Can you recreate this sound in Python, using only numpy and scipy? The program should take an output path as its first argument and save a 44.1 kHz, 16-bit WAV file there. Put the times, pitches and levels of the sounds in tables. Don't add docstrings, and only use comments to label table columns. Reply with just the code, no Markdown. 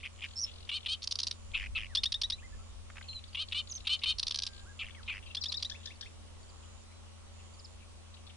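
import sys
import numpy as np
from scipy import signal
from scipy.fft import rfft, irfft, next_fast_len
from scipy.io import wavfile
from scipy.ndimage import uniform_filter1d, map_coordinates

SR = 44100
rng = np.random.default_rng(int(sys.argv[2]) if len(sys.argv) > 2 else 0)


def boost_factor(decibels):
    exponent = np.asarray(decibels, float) / 20
    return 10 ** exponent


def output_pcm(signal):
    pcm = np.clip(np.atleast_2d(signal).T, -1, 1) * 32767
    wavfile.write(sys.argv[1], SR, np.round(pcm).astype(np.int16))


N = 368676
TIME = np.arange(N) / SR

# time_s, wind_thud_db, outdoor_noise_db
AIR_LEVELS = [
    (0, -61.5, -69),
    (1.35, -66.5, -68),
    (1.55, -52, -68.5),
    (2.098, -59, -70),
    (2.6, -58.5, -67.5),
    (3.1, -61, -69.5),
    (6.6, -64, -66),
    (8.36, -66.5, -68.5),
]
# frequency_hz, density_db_per_hz
HISS_SPECTRUM = [(25, -17.5), (60, -10.5), (110, -27.5), (160, -28.5), (400, -30), (700, -32),
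                 (1250, -31.5), (1600, -37), (3000, -31.5), (6000, -36.5), (7600, -37), (10400, -39.5),
                 (10900, -78.5)]
# frequency_hz, correlation
PORT_LIKENESS = [(40, 0.14), (70, -0.28), (170, -0.29), (1360, 0.34), (3840, -0.37), (10900, 0.11)]
# pitch_hz, left_db, right_db, left_lead_rad, unsteady_hz
MOTOR_TONES = [(84.6, -53, -57.5, 0.27, 0.4), (219.3, -70.5, -62.5, 3.88, 2), (566.4, -78, -69, 3.87, 2.76),
               (1104, -104, -73, 2.5, 3.57), (5950, -83.5, -74, 1.8, 26)]
# frequency_hz, left_minus_right_db
PORT_COLOUR = [(2000, -0.5), (3500, 3), (5000, -3), (9000, -3.5)]

# start_s, level_db, centre_hz
STUTTERS = [(0.0013, -54, 2930), (0.0064, -50, 2810), (0.011, -50, 2860), (0.0205, -56, 3460),
            (0.1619, -58, 3210), (0.178, -56, 3040), (0.1863, -52, 2870), (0.1906, -49, 2650),
            (0.1965, -48, 2950), (0.2073, -44, 2790), (0.6712, -60, 3110), (0.675, -53, 2890),
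            (0.6808, -54, 3000), (0.8446, -54, 2880), (0.85, -45, 2960), (3.3308, -52, 2860),
            (3.3345, -55, 2920), (3.5027, -52, 3580), (3.5136, -46, 3110), (3.847, -50, 3170),
            (3.8575, -45, 3150), (3.8616, -45, 3320), (4.008, -56, 3690), (4.026, -42, 3100),
            (5.0589, -58, 3320), (5.065, -61, 2790), (5.07, -53, 3520)]
# time_s, main_pitch_hz, level_db
OPENING_RASPS = [
    [(0.029, 2160, -50), (0.04, 2485, -42.5), (0.048, 2490, -45)],
    [(0.216, 2280, -48), (0.224, 2480, -41), (0.236, 2560, -44)],
]
# start_s, level_db, length_s, centre_hz
OPENING_TICKS = [
    (0.0494, -41, 0.0039, 2530),
    (0.0542, -36.5, 0.0022, 2600),
    (0.0575, -38, 0.0067, 2660),
    (0.0658, -37.5, 0.0035, 2600),
    (0.073, -43, 0.004, 2690),
    (0.237, -36, 0.0025, 2660),
    (0.241, -34.5, 0.0049, 2570),
    (0.247, -38.5, 0.0063, 2640),
    (0.2545, -42.5, 0.0054, 2540),
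]
# start_s, level_db, length_s, centre_hz
LOOSE_CHIPS = [
    (0.261, -44, 0.0033, 2440),
    (1.517, -50, 0.0028, 3200),
    (1.666, -44.5, 0.007, 2450),
    (3.851, -47, 0.0022, 3100),
    (3.854, -46, 0.0022, 3100),
    (4.017, -47.5, 0.016, 2964),
]
# start_s, level_db, length_s, centre_hz
HIGH_CHATTER = [(1.0207, -44, 0.0071, 3970), (1.0297, -37.5, 0.0045, 4520), (1.0386, -39, 0.01, 4900),
                (1.0732, -31.5, 0.0066, 4520), (1.1103, -33, 0.0073, 4600), (1.121, -30.5, 0.007, 4600),
                (1.1552, -33, 0.0056, 4660), (1.188, -32, 0.0074, 4500), (1.2001, -32, 0.007, 4670),
                (1.215, -42, 0.0079, 4330), (1.2317, -31.5, 0.0075, 4450), (1.2432, -41, 0.0048, 4200),
                (1.2686, -31.5, 0.0095, 4550), (1.283, -31, 0.002, 4560), (1.3109, -32, 0.0063, 4440),
                (1.3255, -45, 0.0042, 3980), (4.184, -34.5, 0.0063, 4530), (4.1955, -29, 0.0067, 4530),
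                (4.2288, -30.5, 0.0081, 4220), (4.2678, -32.5, 0.0073, 4230), (4.2799, -31.5, 0.0065, 4620),
                (4.2944, -42, 0.0046, 4500), (4.3087, -31, 0.0066, 4250), (4.3207, -35, 0.0057, 4050),
                (4.3444, -32.5, 0.0077, 4300), (4.3579, -32, 0.0058, 4810), (4.373, -40, 0.0046, 4530),
                (4.3872, -31, 0.0066, 4380), (4.4, -37, 0.003, 4270), (4.4212, -34, 0.0064, 4400),
                (4.434, -32, 0.0067, 4540), (4.453, -44, 0.0034, 4300), (4.4656, -33.5, 0.0061, 4550),
                (4.4727, -37.5, 0.0063, 4200), (4.4859, -52, 0.0051, 4210)]
# start_s, level_db, length_s, centre_hz
LOW_RATTLES = [(1.5698, -32, 0.0024, 2780), (1.5745, -35.5, 0.0075, 2660), (1.5867, -38, 0.0037, 2740),
               (1.597, -38, 0.0069, 2470), (1.6083, -39, 0.006, 2410), (1.618, -38.5, 0.0055, 2600),
               (1.6276, -39.5, 0.0057, 2430), (1.6386, -39.5, 0.006, 2370), (1.647, -44, 0.0065, 2380),
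               (1.6597, -41, 0.0058, 2400), (1.778, -32.5, 0.0053, 2700), (1.7857, -34.5, 0.0052, 2620),
               (1.7942, -40, 0.0065, 2650), (1.8049, -38, 0.0041, 2650), (1.8134, -39, 0.0041, 2570),
               (1.8225, -41, 0.0047, 2540), (1.8327, -39, 0.0047, 2450), (1.8444, -40.5, 0.0044, 2490),
               (1.8565, -46, 0.0044, 2400), (1.8657, -45.5, 0.0039, 2560), (4.8317, -42.5, 0.007, 2470),
               (4.8435, -44, 0.0078, 2410), (4.856, -47, 0.0038, 2720), (4.8659, -45, 0.004, 2830),
               (4.876, -47, 0.0032, 2720), (4.8851, -44.5, 0.0029, 2240), (4.8951, -50, 0.0055, 2390),
               (5.1255, -40.5, 0.0095, 2570), (5.1378, -42, 0.0058, 2390), (5.148, -44, 0.0054, 2350),
               (5.157, -44, 0.0068, 2390), (5.168, -42.5, 0.0047, 2400), (5.179, -42.5, 0.0038, 2390),
               (5.1887, -48, 0.0048, 2310)]
# start_s, level_db, length_s
CHIRP_CLICKS = [
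    (1.95, -28, 0.013),
    (2.034, -28, 0.012),
    (2.121, -29.5, 0.009),
    (2.215, -30, 0.0097),
    (2.3, -30.5, 0.0095),
    (5.348, -34.5, 0.01),
    (5.437, -34.5, 0.011),
    (5.52, -33.5, 0.011),
    (5.625, -31.5, 0.0094),
]
# time_s, main_pitch_hz, level_db
RATTLE_RASPS = [
    [(1.535, 2340, -48.5), (1.553, 2637, -29), (1.567, 2440, -35.5)],
    [(1.749, 2550, -49), (1.757, 2665, -34), (1.769, 2604, -33), (1.777, 2520, -33)],
    [(4.79, 2610, -44), (4.798, 2670, -39), (4.808, 2686, -39.5), (4.818, 2425, -37.5), (4.831, 2260, -38)],
    [(5.077, 2290, -49), (5.083, 2440, -36.5), (5.101, 2540, -36), (5.119, 2280, -40), (5.125, 2250, -39)],
]
# time_s, pitch_hz, level_db
SQUEAK_PATHS = [
    [(0.356, 5300, -51), (0.372, 5390, -43), (0.39, 5410, -40), (0.405, 5740, -42.5), (0.416, 5950, -40.5),
     (0.432, 5680, -37), (0.445, 5310, -32.5), (0.462, 5370, -53)],
    [(3.082, 4430, -50), (3.095, 4130, -43.5), (3.11, 4070, -47), (3.142, 4260, -56)],
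    [(3.142, 4200, -52), (3.165, 4040, -42.5), (3.18, 3930, -47), (3.194, 4100, -52)],
    [(3.69, 6470, -56), (3.703, 7020, -50), (3.712, 6230, -46), (3.722, 6110, -38), (3.731, 4300, -58)],
    [(3.736, 6020, -49), (3.745, 6420, -49), (3.76, 6350, -41), (3.772, 5800, -44.5), (3.782, 4600, -69)],
]
FLUTTER_DEPTHS = [0.95, .35, 0.21, 0.36, .3]
FLUTTER_COURSE = [(0, .1), (.22, .9), (.6, 1), (.7, .45), (.8, .8), (.9, .2), (1, .1)]
# start_s, first_pulse_rate_hz, top_pulse_rate_hz, top_level_db, bright_db_per_ten_partials
CROAK_NOTES = [
    (0.714, 286, 311.7, -34.5, 1),
    (0.883, 302.4, 321, -32.5, 5),
    (3.37, 284, 319.7, -35, -1.5),
    (3.545, 289.3, 310, -33, 0.5),
    (3.893, 295.3, 311.6, -29.5, 3),
    (4.058, 302.7, 312.2, -29, 2.5),
]
# start_s, length_s, end_hz, level_db
RISING_CHIRPS = [
    (1.9703, 0.031, 3730, -16),
    (2.0562, 0.024, 3880, -17),
    (2.141, 0.028, 3880, -19.5),
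    (2.234, 0.031, 3975, -17.5),
    (2.321, 0.032, 4080, -21.5),
    (5.368, 0.026, 3630, -22.5),
    (5.457, 0.023, 3790, -22.5),
    (5.541, 0.026, 3880, -24.5),
    (5.647, 0.028, 4050, -23),
]
# start_s, level_db, centre_hz
BEAK_KNOCKS = [
    (2.9, -49.5, 1500),
    (2.956, -54.5, 1900),
    (2.968, -47, 2050),
    (2.98, -46, 1940),
    (3.011, -48.5, 1920),
]
# multiple, level_db
WIDE_THROAT = [(3, -47), (4, -27.5), (5, -24), (6.8, -51), (8, -13.5), (10, -0.5), (11.3, -6), (14, -7),
               (16, -20), (25, -40), (28, -28), (34, -46.5)]
# multiple, level_db
NARROW_THROAT = [(2.5, -36), (4, -15.5), (5.5, -46), (7, -7.5), (8, 5.5), (9, -1), (11.5, -9.5),
                 (14, -22.5), (18, -40), (30, -50)]
# multiple, level_db
CHIRP_PARTIALS = [(.5, -37), (1, -9.5), (1.5, -26), (2, -45), (2.5, -38)]

# start_s, end_s
CRICKET_BURSTS = [
    (0.12, 0.505),
    (1.334, 1.64),
    (2.37, 2.707),
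    (2.893, 3.17),
    (3.465, 3.99),
    (4.44, 4.84),
    (5.396, 5.88),
    (6.394, 6.847),
    (7.326, 7.75),
]

# start_s, level_db, centre_hz
RIVAL_TICKS = [(0.448, -54, 3320), (0.805, -52, 3470), (0.83, -51, 3400), (3.041, -57, 2900),
               (3.056, -62, 2700), (3.025, -51.5, 3440), (3.085, -52, 3300), (3.13, -49.5, 3080),
               (3.19, -52.5, 3400), (3.239, -50, 3700), (3.484, -47.5, 3960), (3.991, -46.5, 4104),
               (4.906, -50, 2960), (4.947, -50.5, 2760), (5.03, -52.5, 3720), (5.31, -52, 3300),
               (5.598, -47, 4180), (6.92, -64, 2300)]
# start_s, end_s, ticks_per_s, level_db, centre_hz
RIVAL_RATTLES = [
    (0.26, 0.343, 41, -54.5, 3880),
    (0.464, 0.498, 133, -52, 3320),
    (0.513, .65, 44, -54.5, 3950),
    (3.672, 3.811, 38, -50.5, 4030),
    (4.531, 4.606, 64, -54.5, 3980),
]
# start_s, level_db, length_s, centre_hz
FAR_SCRATCHES = [(5.062, -60, 0.013, 3300), (6.625, -65.5, 0.029, 3000), (7.39, -64.5, .025, 2780),
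                 (7.803, -64, .01, 3000), (5.226, -55.5, 0.019, 3000), (5.258, -54.5, 0.029, 2900),
                 (5.8, -61, .02, 3300), (5.83, -58, 0.023, 3620), (7.818, -64, .022, 2400),
                 (8.14, -55.5, 0.013, 3760), (8.167, -62, 0.014, 2930), (8.266, -55, .014, 3800),
                 (8.295, -57, .016, 3220)]
# start_s, level_db
RIVAL_PHRASES = [
    (5.694, -51.5),
    (5.853, -53),
    (6.006, -53.5),
]
# delay_s, length_s, relative_db
CROAKS_IN_PHRASE = [
    (0.003, 0.0087, 1.5),
    (0.016, 0.02, 2.5),
]
# delay_s, relative_db, centre_hz
TICK_IN_PHRASE = (0.004, 12.4, 4660)
# delay_s, length_s, start_hz, end_hz, relative_db
WHOOP_IN_PHRASE = (.05, 0.0217, 1800, 2740, 2.3)
# multiple, level_db
RIVAL_CROAK_PARTIALS = [(1, -3.5), (2, 7), (3, -10)]
# start_s, length_s, start_hz, end_hz, level_db
LEFT_WHISTLES = [
    (5.258, 0.039, 5350, 3780, -59),
    (5.3, 0.021, 2920, 2690, -48.5),
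    (5.411, 0.022, 6220, 4030, -36),
    (5.483, 0.022, 5900, 4030, -35),
    (5.568, 0.018, 6000, 3950, -35),
    (8.271, 0.012, 3650, 3685, -56),
    (8.296, 0.012, 3404, 2920, -56),
]
# start_s, length_s, start_hz, end_hz, level_db
AHEAD_WHISTLES = [
    (5.955, 0.011, 4640, 4070, -58),
    (6.43, 0.012, 4660, 4350, -56.5),
    (6.492, 0.018, 4940, 3470, -55),
    (6.63, 0.026, 3040, 2890, -65),
    (7.538, 0.016, 4870, 3960, -58.5),
    (7.593, 0.017, 5160, 3300, -51),
    (7.645, 0.02, 5300, 3280, -48),
]
# start_s, length_s, start_hz, end_hz, level_db
RIGHT_WHISTLES = [
    (1.89, 0.055, 2070, 1440, -57),
    (2.38, 0.023, 2310, 2760, -55),
    (3.278, 0.019, 5000, 3990, -55),
    (3.328, 0.017, 4870, 4130, -53),
    (4.95, 0.066, 2350, 1125, -56.5),
    (5.14, 0.021, 4560, 5350, -58),
]
# start_s, length_s, start_hz, end_hz, level_db
HOOKED_WHISTLES = [
    (0.612, 0.073, 2850, 2850, -66),
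    (2.42, 0.046, 1500, 1950, -55),
    (2.52, 0.028, 1690, 1734, -58),
    (2.58, 0.044, 1230, 1310, -63),
    (4.3, 0.34, 1692, 1616, -64.5),
    (4.65, 0.077, 1245, 1566, -57),
    (6.83, 0.17, 3720, 3980, -70),
    (7.26, 0.03, 4020, 3900, -67),
]


def unit(x):
    return x / np.sqrt(np.mean(x ** 2) + 1e-20)


def along(points, hz):
    f, v = np.transpose(points)
    return np.interp(np.log(hz + 1), np.log(f + 1), v)


def wobble(rate, size=N):
    knots = rng.standard_normal(int(size * rate / SR) + 4)
    return map_coordinates(knots, [np.arange(size) * rate / SR])


def filtered(x, response):
    m = next_fast_len(x.shape[-1] + 2048)
    return irfft(rfft(x, m) * response(np.fft.rfftfreq(m, 1 / SR)), m)[..., :x.shape[-1]]


def add(track, s, note):
    part = track[max(round(s * SR), 0):][:len(note)]
    part += note[:len(part)]


def unroll(rows, edge):
    s, *cols = np.transpose(rows)
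    t = np.arange(s[0], s[-1], 1 / SR)
    fade = np.clip(np.minimum(t - s[0], s[-1] - t) / edge, 0, 1)
    return fade, [np.interp(t, s, c) for c in cols]


def air():
    s, thud_db, noise_db = np.transpose(AIR_LEVELS)
    z = signal.stft(rng.standard_normal((2, N)), nperseg=512)[2]
    patches = uniform_filter1d(rng.standard_normal(z.shape[1:]), size=6, axis=0)
    patches = uniform_filter1d(patches, size=14, axis=1)
    pair = signal.istft(z * boost_factor(unit(patches)), nperseg=512)[1][:, :N]

    def spread(hz):
        turn = np.arccos(np.clip(along(PORT_LIKENESS, hz), -1, 1)) / 2
        return boost_factor(along(HISS_SPECTRUM, hz)) * np.array([np.cos(turn), np.sin(turn)])

    mid, side = filtered(pair, spread)
    bed = unit(np.array([mid + side, mid - side]))
    low = filtered(bed, lambda hz: 1 / (1 + (hz / 130) ** 4))
    middle = filtered(bed, lambda hz: 1 / (1 + (hz / 1400) ** 4)) - low
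    high = bed - low - middle
    thuds = boost_factor(np.interp(TIME, s, thud_db) + 8.5) * unit(low)
    outdoors = boost_factor(np.interp(TIME, s, noise_db) + 4.0) * unit(middle)
    return thuds + outdoors + boost_factor(-62) * unit(high)


def motor():
    out, load_db = np.zeros((2, N)), 1.25 * wobble(6.6)
    for hz, left_db, right_db, lead, unsteady_hz in MOTOR_TONES:
        turns = 2 * np.pi * np.cumsum(hz + unsteady_hz * wobble(12)) / SR
        level = np.sqrt(2) * boost_factor([[left_db], [right_db]] + load_db)
        out += level * np.sin(turns + np.array([[lead], [0]]))
    return out


def reeds(x, t60):
    t = np.arange(SR // 3) / SR
    tail = rng.standard_normal((2, len(t))) * boost_factor(-60 * t / t60) * (t > .003)
    return signal.fftconvolve(x[None], tail / np.linalg.norm(tail[0]), axes=1)[:, :N]


def bell(f, centre, width):
    return np.exp(-.5 * ((f - centre) / width) ** 2)


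def chips(rows, pulse_hz, breath, skirt_db, lobe_db, least_hz=300, lowest_hz=900):
    track = np.zeros(N)
    for s, db, length, hz in rows:
        n = max(int(1.25 * length * SR), 40)
        spread = max(0.35 * (hz - 1500), least_hz)
        beats = np.cumsum(pulse_hz * (1 + 0.33 * wobble(600, size=n)) / SR) + rng.random()
        drive = np.diff(np.floor(beats), prepend=0) * boost_factor(2.5 * wobble(780, size=n))
        drive = drive + breath * rng.standard_normal(n)
        ring = unit(filtered(drive, lambda f: bell(f, hz, spread)
                             + boost_factor(skirt_db) * bell(f, hz, 0.29 * spread + 300)))
        ring /= (.3 + np.abs(signal.hilbert(ring))) ** .5
        lobes = filtered(drive, lambda f: bell(f, 1047, 190) + 0.74 * bell(f, 5000, 830)
                         + 0.62 * bell(f, 9500, 900) * (hz / 4500) ** 2)
        u = np.arange(n) / n
        shape = np.clip(np.arange(n) / SR / .0011, 0, 1) * np.clip((1 - u) / 0.48, 0, 1)
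        burst = unit(ring) + boost_factor(lobe_db) * lobes / np.std(drive)
        add(track, s - .0004, boost_factor(db) * 1.036 * shape * burst)
    return filtered(track, lambda f: 1 / (1 + (lowest_hz / (f + 1)) ** 8))


def singer_bursts():
    click_hz = 4220
    bursts = LOOSE_CHIPS + HIGH_CHATTER + LOW_RATTLES + OPENING_TICKS
    bursts = bursts + [(s, db, .0024, hz) for s, db, hz in STUTTERS]
    bursts += [(s, db, length, click_hz) for s, db, length in CHIRP_CLICKS]
    bursts += [(s - 0.023, db - 0.8, 0.015, 5900 + 83.5 * db) for s, _, _, db, _ in CROAK_NOTES]
    bursts += [(s, db - 20, .008, click_hz) for s, _, _, db in RISING_CHIRPS]
    return chips(bursts, pulse_hz=602, breath=0.28, skirt_db=-34.5, lobe_db=-6.5, least_hz=452)


def membrane(notes, throat, jitter, odd_db, shimmer_db, drift, ends_db):
    track, k = np.zeros(N), np.arange(1, 35)[:, None]
    for rows in notes:
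        fade, (hz, db, bright_db) = unroll(rows, edge=0.0012)
        n = len(hz)
        hz = hz * (1 + jitter * wobble(261, size=n))
        opening = np.linspace(-1, 1, n) ** 2
        flicker_db = shimmer_db * np.clip(k / 10, 1, 1.5) * np.array([wobble(143.5, size=n) for _ in k])
        uneven_db = odd_db * (k % 2) * np.clip(2.4 - k / 10, .7, 1.4)
        tilt_db = (bright_db + ends_db * opening) * np.clip(k / 10 - 1, -1, 1)
        gains = boost_factor(along(throat, k) + uneven_db + tilt_db + flicker_db)
        slip = drift * np.clip(abs(k - 9) / 4, .3, 2) * np.array([wobble(280, size=n) for _ in k])
        turns = 2 * np.pi * np.cumsum(hz) / SR
        stack = np.sum(gains * np.sin(k * turns - 0.3 * k ** 2 + slip), axis=0)
        stack *= 1 + .22 * wobble(900, size=n)
        add(track, rows[0][0], boost_factor(db) * fade * stack / np.sqrt(np.sum(gains ** 2, axis=0) / 2))
    return track


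def rasps():
    notes = [[(s, hz / 8, db, 0) for s, hz, db in rows] for rows in OPENING_RASPS + RATTLE_RASPS]
    return membrane(notes, NARROW_THROAT, jitter=0.012, odd_db=0, shimmer_db=4, drift=1.5, ends_db=3)


def cricket():
    edges = [np.clip(np.minimum(TIME - s, end - TIME) / 0.0063, 0, 1) for s, end in CRICKET_BURSTS]
    strokes = np.clip(np.sin(2 * np.pi * np.cumsum(101 + wobble(12)) / SR) + 0.24, 0, None) ** 1.3
    ring = np.sin(2 * np.pi * np.cumsum(7100 + 160 * wobble(700)) / SR)
    song = boost_factor(-79) * sum(edges) * unit(strokes * ring)
    direct = np.array([boost_factor(-23.5) * np.roll(song, shift=2), boost_factor(15) * song])
    return direct + boost_factor(2.0) * reeds(song, t60=.1)


def squeaks():
    track = np.zeros(N)
    for rows, flutter in zip(SQUEAK_PATHS, FLUTTER_DEPTHS):
        fade, (hz, db) = unroll(rows, edge=0.0022)
        n = len(hz)
        depth = flutter * np.interp(np.linspace(0, 1, n), *np.transpose(FLUTTER_COURSE))
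        beat = 2 * np.pi * np.cumsum(135 + 35 * wobble(35.8, size=n)) / SR
        turns = 2 * np.pi * np.cumsum(hz * (1 + .03 * depth * np.cos(beat))) / SR
        upper_turns = np.cumsum(np.linspace(1.3, 1.9, n) * np.gradient(turns))
        leak = boost_factor(-1.5) * np.sin(0.89 * turns) + boost_factor(-12.5) * np.sin(upper_turns)
        leak *= wobble(1443, size=n)
        tone = (1 + np.clip(depth, 0, 1) * np.sin(beat)) * np.sin(turns)
        tone += boost_factor(-34.5) * np.sin(2 * turns)
        beat_click = depth * np.exp(4 * (np.cos(beat) - 1))
        add(track, rows[0][0], boost_factor(db + 4.5) * fade * (tone + beat_click * leak))
    return track


def bent(rows, bend):
    return [(s, length, a, a + bend * (b - a), b, db) for s, length, a, b, db in rows]


def glides(rows, tone, rise, fall, rough, hook=1):
    track = np.zeros(N)
    for s, length, start_hz, mid_hz, end_hz, db in rows:
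        u = np.linspace(-1, 1, int(length * SR))
        n = len(u)
        v = 2 * ((u + 1) / 2) ** hook - 1
        hz = mid_hz + v * (end_hz - start_hz) / 2 + v ** 2 * ((end_hz + start_hz) / 2 - mid_hz)
        turns = 2 * np.pi * np.cumsum(hz * (1 + rough * wobble(416, size=n))) / SR
        shape = np.clip((u + 1) / rise, 0, 1) * np.clip((1 - u) / fall, 0, 1)
        shape = shape * boost_factor(0.65 * wobble(330, size=n))
        note = np.zeros(n)
        for k, gain_db in tone:
            flicker = boost_factor(1.3 * (k != 1) * wobble(142, size=n)) * shape ** max(k, 1)
            note += boost_factor(gain_db) * flicker * np.sin(k * turns)
        add(track, s, boost_factor(db) * note)
    return track


def placed(x, left_db, lead, wet_db):
    direct = np.array([boost_factor(left_db / 2) * x, boost_factor(-left_db / 2) * np.roll(x, lead)])
    return direct + boost_factor(wet_db) * reeds(x, t60=0.28)


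def rival():
    ticks = RIVAL_TICKS + [(t, db, hz) for s, end, rate, db, hz in RIVAL_RATTLES
                           for t in np.arange(s, end, 1 / rate)]
    delay, more_db, tick_hz = TICK_IN_PHRASE
    ticks += [(s + delay, db + more_db, tick_hz) for s, db in RIVAL_PHRASES]
    bursts = [(s, db, .008, hz) for s, db, hz in ticks] + FAR_SCRATCHES
    song = chips(bursts, pulse_hz=412.4, breath=0.12, skirt_db=-30, lobe_db=-32)
    croaking = [(s + delay, length, 1620, 1720, 1680, db + more_db) for s, db in RIVAL_PHRASES
                for delay, length, more_db in CROAKS_IN_PHRASE]
    song += glides(croaking, RIVAL_CROAK_PARTIALS, rise=0.4, fall=0.6, rough=0.05)
    delay, *sweep, more_db = WHOOP_IN_PHRASE
    whoops = [(s + delay, *sweep, db + more_db) for s, db in RIVAL_PHRASES]
    song += glides(bent(LEFT_WHISTLES + whoops, bend=.78), [(0.99, 0)], rise=0.31, fall=0.19, rough=.008)
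    return placed(song, 7.3, 4, wet_db=-7.5)


def far_whistlers():
    right = bent(RIGHT_WHISTLES, bend=0.38) + bent(HOOKED_WHISTLES, bend=1.2)
    right = glides(right, [(1, 0)], rise=0.43, fall=0.08, rough=0.0044)
    ahead = bent(AHEAD_WHISTLES, bend=0.234)
    ahead = glides(ahead, [(0.99, 0)], rise=0.092, fall=0.95, rough=.008)
    return placed(right, 0.83, -3, wet_db=-10.0) + placed(ahead, -1, 0, wet_db=-12)


def croaks():
    length_s, notes = .073, []
    for s, first_hz, hz, db, bright_db in CROAK_NOTES:
        course = [(0, first_hz, -2.5), (.2, first_hz, -2.5), (.6, hz, 0), (.76, hz, -1), (1, .93 * hz, -13)]
        notes.append([(s + part * length_s, rate_hz, db + more_db, bright_db)
                      for part, rate_hz, more_db in course])
    return membrane(notes, WIDE_THROAT, jitter=.005, odd_db=-8, shimmer_db=2.3, drift=.35, ends_db=-9)


def chirps():
    rows = [(s, length, 2790, end_hz, db) for s, length, end_hz, db in RISING_CHIRPS]
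    return glides(bent(rows, bend=.62), CHIRP_PARTIALS, rise=0.097, fall=1.4, rough=0.009, hook=.33)


def knocks():
    rows = [(s, db, .008, hz) for s, db, hz in BEAK_KNOCKS]
    return chips(rows, pulse_hz=485, breath=0.42, skirt_db=-23, lobe_db=-6, least_hz=900, lowest_hz=700)


def scene():
    song = singer_bursts() + rasps() + squeaks() + croaks() + chirps() + knocks()
    near = filtered(song, lambda hz: boost_factor(along(PORT_COLOUR, hz) / 2 * np.array([[1], [-1]])))
    near += boost_factor(-16.5) * reeds(song, t60=0.14)
    return air() + motor() + near + cricket() + rival() + far_whistlers()


def low_pass(x):
    return signal.sosfilt(signal.butter(12, 11470, fs=SR, output="sos"), x)


def record(dry):
    mix = filtered(dry, lambda hz: 1 / (1 + (hz / 10750) ** 60))
    return low_pass(mix)


dry = scene()
out = record(dry)
output_pcm(out)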